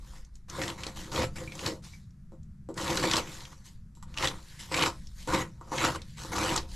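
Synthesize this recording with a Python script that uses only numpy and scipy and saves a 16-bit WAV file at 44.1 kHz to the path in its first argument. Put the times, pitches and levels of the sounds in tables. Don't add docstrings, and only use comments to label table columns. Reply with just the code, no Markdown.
import sys
import numpy as np
from scipy import signal
from scipy.fft import rfft, irfft
from scipy.io import wavfile
from scipy.ndimage import uniform_filter1d

SR = 44100
rng = np.random.default_rng(int(sys.argv[2]) if len(sys.argv) > 2 else 0)


def transcribe(u):
    v = np.clip(np.atleast_2d(u).T, -1, 1)
    q = np.round(v * 32767).astype(np.int16)
    wavfile.write(sys.argv[1], SR, q)


N = 297675
TIME = np.arange(N) / SR
TAPS = 8192
AGE = np.arange(TAPS) / SR
BINS = np.fft.rfftfreq(TAPS, 1 / SR)
BINS_ALL = np.fft.rfftfreq(N, 1 / SR)


def amp(db):
    return 10 ** (np.asarray(db) / 20)


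def unit(x):
    return x / np.sqrt(np.mean(x ** 2) + 1e-20)


def read(points, hz):
    f, value = np.transpose(points)
    return np.interp(np.log(hz + 1), np.log(f + 1), value)


def add(mix, start_s, sound):
    part = mix[max(round(start_s * SR), 0):][:len(sound)]
    part += sound[:len(part)]


def band(hz, low_hz, high_hz, order=6):
    below = 1 + (low_hz / (hz + 1)) ** (2 * order)
    above = 1 + (hz / high_hz) ** (2 * order)
    return (below * above) ** -.5


def causal(gain):
    log_gain = np.log(np.maximum(gain / gain.max(), 1e-5))
    full = np.concatenate([log_gain, log_gain[-2:0:-1]])
    response = np.fft.ifft(np.exp(np.conj(signal.hilbert(full)))).real
    return response / np.linalg.norm(response)


def noise(gain):
    return unit(irfft(rfft(rng.standard_normal(N)) * gain(BINS_ALL), N))


def effort():
    # start in s, approach (30 dB climb) in s, swell in s, hold in s,
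    # nominal 30 dB fade in s, rasp drive in dB, nominal swell depth in dB, push over rasp in dB,
    # grit over rasp in dB.
    strokes = [ (0.481, .006, .12, 0.097, 0.12, -39, 14.5, -.5, -3),
               (0.774, .07, 0.062, 0.054, .11, -45, 1.3, -6, -4),
               (0.955, 0.094, 0.019, 0.045, 0.21, -46.5, 1, -5, 1.6),
               (1.112, .31, .066, .054, 0.08, -32, 10, 2, -4),
               (1.353, .17, 0.0098, 0.013, 0.27, -44, 5.5, 0.5, 0.5),
               (1.512, .17, .17, .003, 0.12, -38, 16.5, 3.5, -1),
               (2.769, .036, .23, .18, 0.1335, -32.5, 4, -1.5, -3),
               (4.163, 0.22, .075, .02, 0.1362, -29.5, 14, -5, -5),
               (4.709, 0.081, .04, .12, 0.0856, -31.5, 8.5, -3, -3.5),
               (5.275, 0.013, .05, .078, 0.0941, -31, 4, -2, -7.5),
               (5.713, 0.21, .11, .058, 0.13, -29.5, 11.5, -3.5, -4.5),
               (6.166, .018, 0.032, 0.034, 0.24, -48, 7, -6, 4.5),
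               (6.315, .14, 0.076, .14, 0.1443, -29.5, 6, -3.5, -5)]
    # centre in s, surge in dB.
    catches = [(0.626, 2.5), (1.24, 3), (1.671, 6), (2.905, 4.0), (3.044, 4.5), (3.137, 2.5), (3.184, 7),
               (4.249, 5), (4.777, 4), (4.832, 7), (4.87, 3), (5.346, 9), (5.416, 4.5), (5.793, 2.3),
               (5.848, 5.5), (5.96, 11.5), (6.438, 3.9), (6.578, 9)]
    # start in s, rise in s, 30 dB fade in s (negative: keeps
    # growing), fine crumb drive in dB, coarse pieces over crumbs in dB.
    spills = [(-0.096, 0.27, .15, -56, -1), (0.321, .045, 0.1, -68, -9), (1.818, .03, 0.23, -50.5, -6.5),
              (1.914, 0.013, 0.22, -58, -13), (3.199, .14, .38, -44.5, 0), (3.514, .01, 0.03, -53.5, 7.5),
              (3.64, 0.019, 0.14, -50, -7.5), (4.287, .073, .57, -55, -7.6), (4.41, 0.083, 0.95, -53.5, -9),
              (4.586, 0.014, 0.25, -43, -8), (4.898, .033, 1.1, -59.5, -9), (5.14, .07, 0.46, -49.5, -10),
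              (5.982, .12, 0.6, -58.5, -19), (6.666, .07, -2, -49, -11)]
    bite_s = [.016, 0.0043, .007]
    # Push, rasp and grit while the blade slides over loose snow, in dB against the bite.
    approach_db = [-4.5, -11, -11.5]
    swell_share = [1.28, 0.93, 0.94]
    fade_stretch = [1.16, 1.03, 0.97]
    catch_s = .015
    spill_push_db = -7.5

    clock = TIME[::32]
    power = np.zeros((3, len(clock)))
    per_layer = np.array([bite_s, approach_db, swell_share, fade_stretch])[:, :, None]
    bite, slide_db, share, stretch = per_layer
    for start_s, approach, swell, hold, fade, db, swell_db, push_db, grit_db in strokes:
        t = clock - start_s
        sliding = amp(slide_db + 30 * np.minimum(t, 0) / approach)
        contact = np.maximum(np.clip(t / bite, 0, 1), sliding)
        piling_db = -swell_db * share * np.clip(1 - t / swell, 0, 1)
        fading_db = -30 * np.maximum(t - swell - hold, 0) / (fade * stretch)
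        balance = amp([[push_db], [0], [grit_db]])
        power += (contact * amp(db + piling_db + fading_db) * balance) ** 2
    surge_db = sum(db / (1 + ((clock - s) / catch_s) ** 2) ** 2 for s, db in catches)
    power *= amp(surge_db) ** 2
    for start_s, rise, fade, db, coarse_db in spills:
        t = clock - start_s
        shape = np.clip(t / rise, 0, 1) * amp(-30 * np.maximum(t - rise, 0) / fade)
        balance = amp([[coarse_db + spill_push_db], [coarse_db], [0]])
        power += (shape * amp(db) * balance) ** 2
    return np.array([np.interp(TIME, clock, np.sqrt(layer)) for layer in power])


def scrape(force):
    # frequency in Hz, relative level in dB per Hz.
    crumb_colour = [(880, -37), (1500, 8), (2750, -8), (3850, 1), (7350, -0.5), (8250, -5.5),
                    (12100, -10.5), (14000, -20), (15000, -31)]
    push_force, rasp_force, grit_force = force
    slips = noise(lambda hz: band(hz, 5.2, 120, order=2))
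    bite = grit_force / (grit_force + amp(-48.5))
    colour = blade(ring_db=7)
    push = amp(-2.0) * push_force * fractures(per_s=1500, spread_db=2.0, clumps_db=0.57 * slips)
    rasp = amp(-3.5) * rasp_force * fractures(per_s=3500, spread_db=2.5, clumps_db=2.0 * slips)
    grit = amp(-3.0) * grit_force * np.sqrt(bite)
    grit = grit * fractures(per_s=9000, spread_db=5.5, clumps_db=1.8 * slips)
    crumbs = amp(-0.96) * grit_force * np.sqrt(1 - bite)
    crumbs = crumbs * fractures(per_s=6000, spread_db=2.5, clumps_db=0.37 * slips)
    layers = [(push, colour * band(BINS, 100, 653)),
              (rasp, colour * band(BINS, 662, 2455)),
              (grit, colour * band(BINS, 2260, SR / 2)),
              (crumbs, amp(read(crumb_colour, BINS)) * band(BINS, 1770, SR / 2))]
    crunch = sum(signal.oaconvolve(drive, causal(gain))[:N] for drive, gain in layers)
    return crunch + amp(-6.5) * grit_force * bite * chips(per_s=330, spread_db=4.0, cycles=1.6)


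def blade(ring_db):
    # frequency in Hz, relative level in dB, t60 in s.
    modes = [(174, -14, 0.12), (251, -8, 0.16), (331.9, 0, 0.2), (385, -3.5, 0.15), (467, -2.5, .12),
             (520.6, 2, 0.082), (629.6, 1, 0.2), (703, 0, 0.27), (787, -4.5, 0.086), (884, -3, 0.29),
             (938, 0, 0.069), (1044, -1.5, 0.048), (1153, -7, 0.039), (1214, -4, 0.052), (1311, 1, 0.14),
             (1440, -2, 0.04), (1942, -2.5, 0.045), (2940, 3, 0.18), (3166, -11.5, 0.082),
             (3915, -1.5, 0.047), (7700, 2.5, 0.0073), (11230, -1, .03)]
    # frequency in Hz, relative level in dB per Hz.
    crunch_colour = [(100, -1.5), (230, -8), (310, 0.5), (410, -8), (500, -4.5), (680, -10.5), (950, -5.5),
                     (1250, -6.5), (1550, -12), (4000, -9.5), (7500, -15.5), (8300, -24.5), (11500, -23.5),
                     (14500, -40)]
    peaks = 0
    for mode_hz, db, t60_s in modes:
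        detune = (BINS - mode_hz) * t60_s * 2 * np.pi / np.log(1000)
        peaks = peaks + amp(db + ring_db) ** 2 / (1 + detune ** 2)
    return amp(read(crunch_colour, BINS)) * np.sqrt(1 + peaks)


def fractures(per_s, spread_db, clumps_db):
    size = amp(spread_db * np.minimum(rng.exponential(1, N), 4.5) + clumps_db)
    train = size * rng.choice([-1, 1], N) * (rng.random(N) < per_s / SR)
    return train / np.sqrt(abs(uniform_filter1d(train ** 2, size=1500)) + 1e-9)


def chips(per_s, spread_db, cycles, count=24):
    out = np.zeros(N)
    for hz in np.geomspace(1500, 9000, count) * rng.uniform(.95, 1.05, count):
        size = amp(spread_db * np.minimum(rng.exponential(1, N), 3.5))
        breaks = size * (rng.random(N) < per_s / count / SR)
        turns = hz * AGE[:TAPS // 8]
        ring = turns * np.exp(-turns / cycles) * np.sin(2 * np.pi * turns)
        out += signal.oaconvolve(breaks, ring)[:N]
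    return out / np.sqrt(abs(uniform_filter1d(out ** 2, size=4000)) + 1e-9)


def wander(x):
    depth_db, width_hz, lasting_s = 2.5, 520, .035
    hz, t, z = signal.stft(x, SR, nperseg=512)
    field = rng.standard_normal(z.shape)
    sizes = [max(round(width_hz / hz[1]), 1), max(round(lasting_s / t[1]), 1)]
    for axis, size in enumerate(sizes):
        field = uniform_filter1d(uniform_filter1d(field, size, axis), size, axis)
    gain = amp(depth_db * unit(field) * band(hz, 550, SR, order=2)[:, None])
    return signal.istft(z * unit(gain), SR, nperseg=512)[1][:N]


def snaps():
    # start in s, peak in dB before gain_db, pitch in Hz.
    pieces = [(0.2474, -45.5, 6200), (0.354, -43, 6800), (0.4977, -27, 6080), (0.616, -21, 1900),
              (0.6352, -24, 1960), (0.679, -23, 3300), (0.7, -28, 2860), (0.834, -24.5, 2900),
              (0.866, -24, 4360), (1.117, -32.5, 4000), (1.1592, -22, 3400), (1.52, -35.5, 2330),
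              (1.5524, -32, 7440), (1.5913, -27, 3020), (1.661, -18, 4200), (2.1056, -57, 6070),
              (2.4304, -54, 7000), (2.741, -41.5, 7690), (2.7769, -27, 4160), (2.8778, -23, 3900),
              (2.9023, -24, 3100), (2.9715, -14, 3800), (3.0363, -21.5, 1860), (3.112, -12.5, 4000),
              (3.1347, -13, 3180), (3.1572, -16, 4120), (3.1664, -13.5, 4780), (3.405, -33.5, 4010),
              (3.4518, -33, 3100), (4.1405, -37.5, 2850), (4.1736, -21.5, 2570), (4.1835, -20.5, 2970),
              (4.2253, -19.5, 2070), (4.244, -19, 3050), (4.2726, -15, 3600), (4.2827, -21, 3780),
              (4.742, -15.5, 2300), (4.775, -20, 2850), (4.7918, -20, 3000), (4.823, -13.5, 2930),
              (4.8598, -22, 2560), (5.07, -37.5, 5430), (5.336, -22.5, 3630), (5.782, -18.5, 2290),
              (5.84, -19.5, 2170), (6.0172, -33.5, 3960), (6.4909, -21, 2900), (6.5613, -14.5, 7400),
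              (6.576, -17, 4800)]
    gain_db, ring_db, crumble_db = 1, 7, -27
    run_s, crumble_s, count = .006, 0.015, 4
    out = np.zeros(N)
    for start_s, db, hz in pieces:
        burst = amp(crumble_db) * rng.standard_normal(TAPS) * np.exp(-AGE / crumble_s)
        steps_s = np.cumsum(rng.uniform(.5, 1, count)) * run_s / count
        burst[(steps_s * SR).astype(int)] += rng.choice([-1, 1], count) / np.sqrt(1 + np.arange(count))
        resonance = 1 + amp(ring_db) / (1 + ((BINS / hz - 1) / 0.092) ** 2)
        piece = band(BINS, 0.58 * hz, 2.05 * hz, order=2) * resonance
        snap = signal.fftconvolve(burst, causal(piece * band(BINS, 900, 7500, order=4)))
        add(out, start_s, amp(db + gain_db) * snap / abs(snap).max())
    return out


def knocks():
    # start in s, peak in dB, low-mode weight in dB,
    # metallic treble in dB, grinding time constant in s.
    blows = [(0.136, -45, -20, -20, 0.0054), (0.585, -28.5, 3.5, -20, 0.0084), (0.866, -33, 6.5, -15, .011),
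             (1.415, -34.5, 10, -23.5, 0.011), (1.72, -33, 12, -25.5, 0.015),
             (2.321, -44.5, 2.5, -19, 0.017), (2.689, -29, 5, -20, .016), (3.04, -19.5, 5.5, -23, 0.019),
             (3.952, -46.5, -19.5, 7, 0.019), (3.972, -49.5, -12.5, -20, 0.005),
             (4.027, -34.5, -35.5, -13.5, 0.0081), (4.716, -27, -8, -24, 0.012),
             (5.275, -24, 5.5, -4.5, .008), (5.612, -35.5, -18, -29, 0.0084),
             (5.719, -24, -8.5, -43, 0.027), (6.249, -30, -7, -16.5, 0.0066),
             (6.32, -27.5, -20, -20, .0062)]
    out = np.zeros(N)
    ringing = blade(ring_db=14) * band(BINS, 110, 14000)
    for start_s, db, weight_db, metal_db, grind_s in blows:
        contact_db = read([(600, weight_db), (900, -6.5), (1250, -11.5), (2900, metal_db - 4),
                           (4500, metal_db), (11000, metal_db + 5.5)], BINS)
        blow = 0.036 * rng.standard_normal(TAPS) * np.sqrt(AGE / grind_s) * np.exp(-AGE / grind_s)
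        blow[0] += .3
        knock = signal.fftconvolve(blow, causal(ringing * amp(contact_db)))
        add(out, start_s, amp(db) * knock / abs(knock).max())
    return out


def pings():
    # start in s, starting amplitude in dB, mean pitch in Hz.
    squeaks = [(1.476, -35.5, 2350), (1.497, -54.5, 2220), (1.5204, -44.5, 2220), (1.9355, -47, 2305)]
    t60_s = 0.084
    out = np.zeros(N)
    for start_s, db, hz in squeaks:
        waver = noise(lambda f: band(f, 20, 300, order=2))[:TAPS]
        tone = np.sin(2 * np.pi * np.cumsum(hz * (1 + .035 * waver)) / SR)
        add(out, start_s, amp(db) * tone * np.exp(-np.log(1000) * AGE / t60_s))
    return out


def shed(x):
    # frequency in Hz, t60 in s.
    wall_decay = [(150, 0.62), (600, 0.034), (2500, 0.21), (12000, 0.051)]
    # frequency in Hz, gain in dB.
    side_gain = [(150, -38), (300, -32), (600, -12), (1200, -13.5), (2500, -12), (5000, -20.5), (8000, -18),
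                 (12000, -3)]
    wet_db, drift_hz = -15, 30
    taps = rng.choice([-1., 1.], (2, 2 * TAPS)) * (rng.random((2, 2 * TAPS)) < 3000 / SR)
    hz, t, z = signal.stft(taps, SR, nperseg=256)
    decay = np.exp(-np.log(1000) * t / read(wall_decay, hz)[:, None])
    tails = signal.istft(z * decay, SR, nperseg=256)[1]
    tails[1] *= np.exp(-np.arange(tails.shape[1]) / SR / 0.041)
    shared, side = (signal.oaconvolve(x, tail / np.linalg.norm(tail))[:N] for tail in tails)
    side = irfft(rfft(side) * amp(read(side_gain, BINS_ALL)), N)
    phase = 2 * np.pi * np.cumsum(drift_hz * noise(lambda f: band(f, 2.01, 40, order=2))) / SR
    side = (signal.hilbert(side) * np.exp(1j * phase)).real
    return x + amp(wet_db) * shared + np.array([side, -side])


def outdoors(push):
    # time in s, air buffeting under 60 Hz in dB,
    # rumble in dB before drift and shaking.
    lows = [(0, -43.5, -57), (.44, -49, -60.5), (.6, -50, -51.5), (1.35, -45.5, -45), (1.75, -55, -52.5),
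            (2.2, -50, -49.5), (2.6, -53, -49.5), (3.1, -45.5, -48), (3.6, -53.5, -54.5),
            (4.2, -43.5, -51.5), (4.65, -54, -53), (5.2, -42, -54), (5.7, -50, -49.5), (6.4, -48, -45.5),
            (6.75, -38.5, -47)]
    # frequency in Hz, relative level in dB per Hz.
    rumble_colour = [(50, -12.5), (75, 3.5), (92, -6), (135, 0), (175, -4), (215, -7), (260, -25.5),
                     (330, -32), (500, -53.5)]
    # frequency in Hz, relative level in dB per Hz.
    hiss_colour = [(250, 7.5), (500, -8), (900, -13.5), (1300, -7), (2000, -12), (3000, -20.5), (6000, -17),
                   (10000, -21.5), (13000, -26), (15000, -42.5)]
    drift_db = 1.67
    shake_db, shake_law = -19.5, 0.62
    hiss_db = -69.5

    s, buffet_db, rumble_db = np.transpose(lows)
    buffet = noise(lambda hz: band(hz, 40, 56) + amp(4) * band(hz, 7, 18))
    buffet = amp(np.interp(TIME, s, buffet_db)) * buffet
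    drift = drift_db * noise(lambda hz: band(hz, .5, 4, order=2))
    steady = amp(np.interp(TIME, s, rumble_db) + drift)
    level = np.hypot(steady, amp(shake_db) * push ** shake_law)
    rumble = level * noise(lambda hz: amp(read(rumble_colour, hz)) * band(hz, 50, 500, order=4))
    hiss = np.array([noise(lambda hz: amp(read(hiss_colour, hz))) for ear in range(2)])
    return buffet + rumble + amp(hiss_db) * (hiss + .5 * hiss[::-1])


def scene():
    force = effort()
    work = wander(scrape(force)) + snaps() + knocks() + pings()
    return shed(work) + outdoors(force[0])


def record(dry):
    # frequency in Hz, left minus right in dB.
    left_over_right = [(200, 0.5), (3000, .3), (6000, 0.5), (10000, 3.5), (14000, 3)]
    edge_hz = 14300
    tilt_db = read(left_over_right, BINS_ALL) * np.array([[.5], [-.5]])
    ports = irfft(rfft(dry) * amp(tilt_db), N)
    low_pass = signal.firwin(255, edge_hz, window=("kaiser", 8), fs=SR)
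    return signal.oaconvolve(ports, low_pass[None], "same")


dry = scene()
out = record(dry)
transcribe(out)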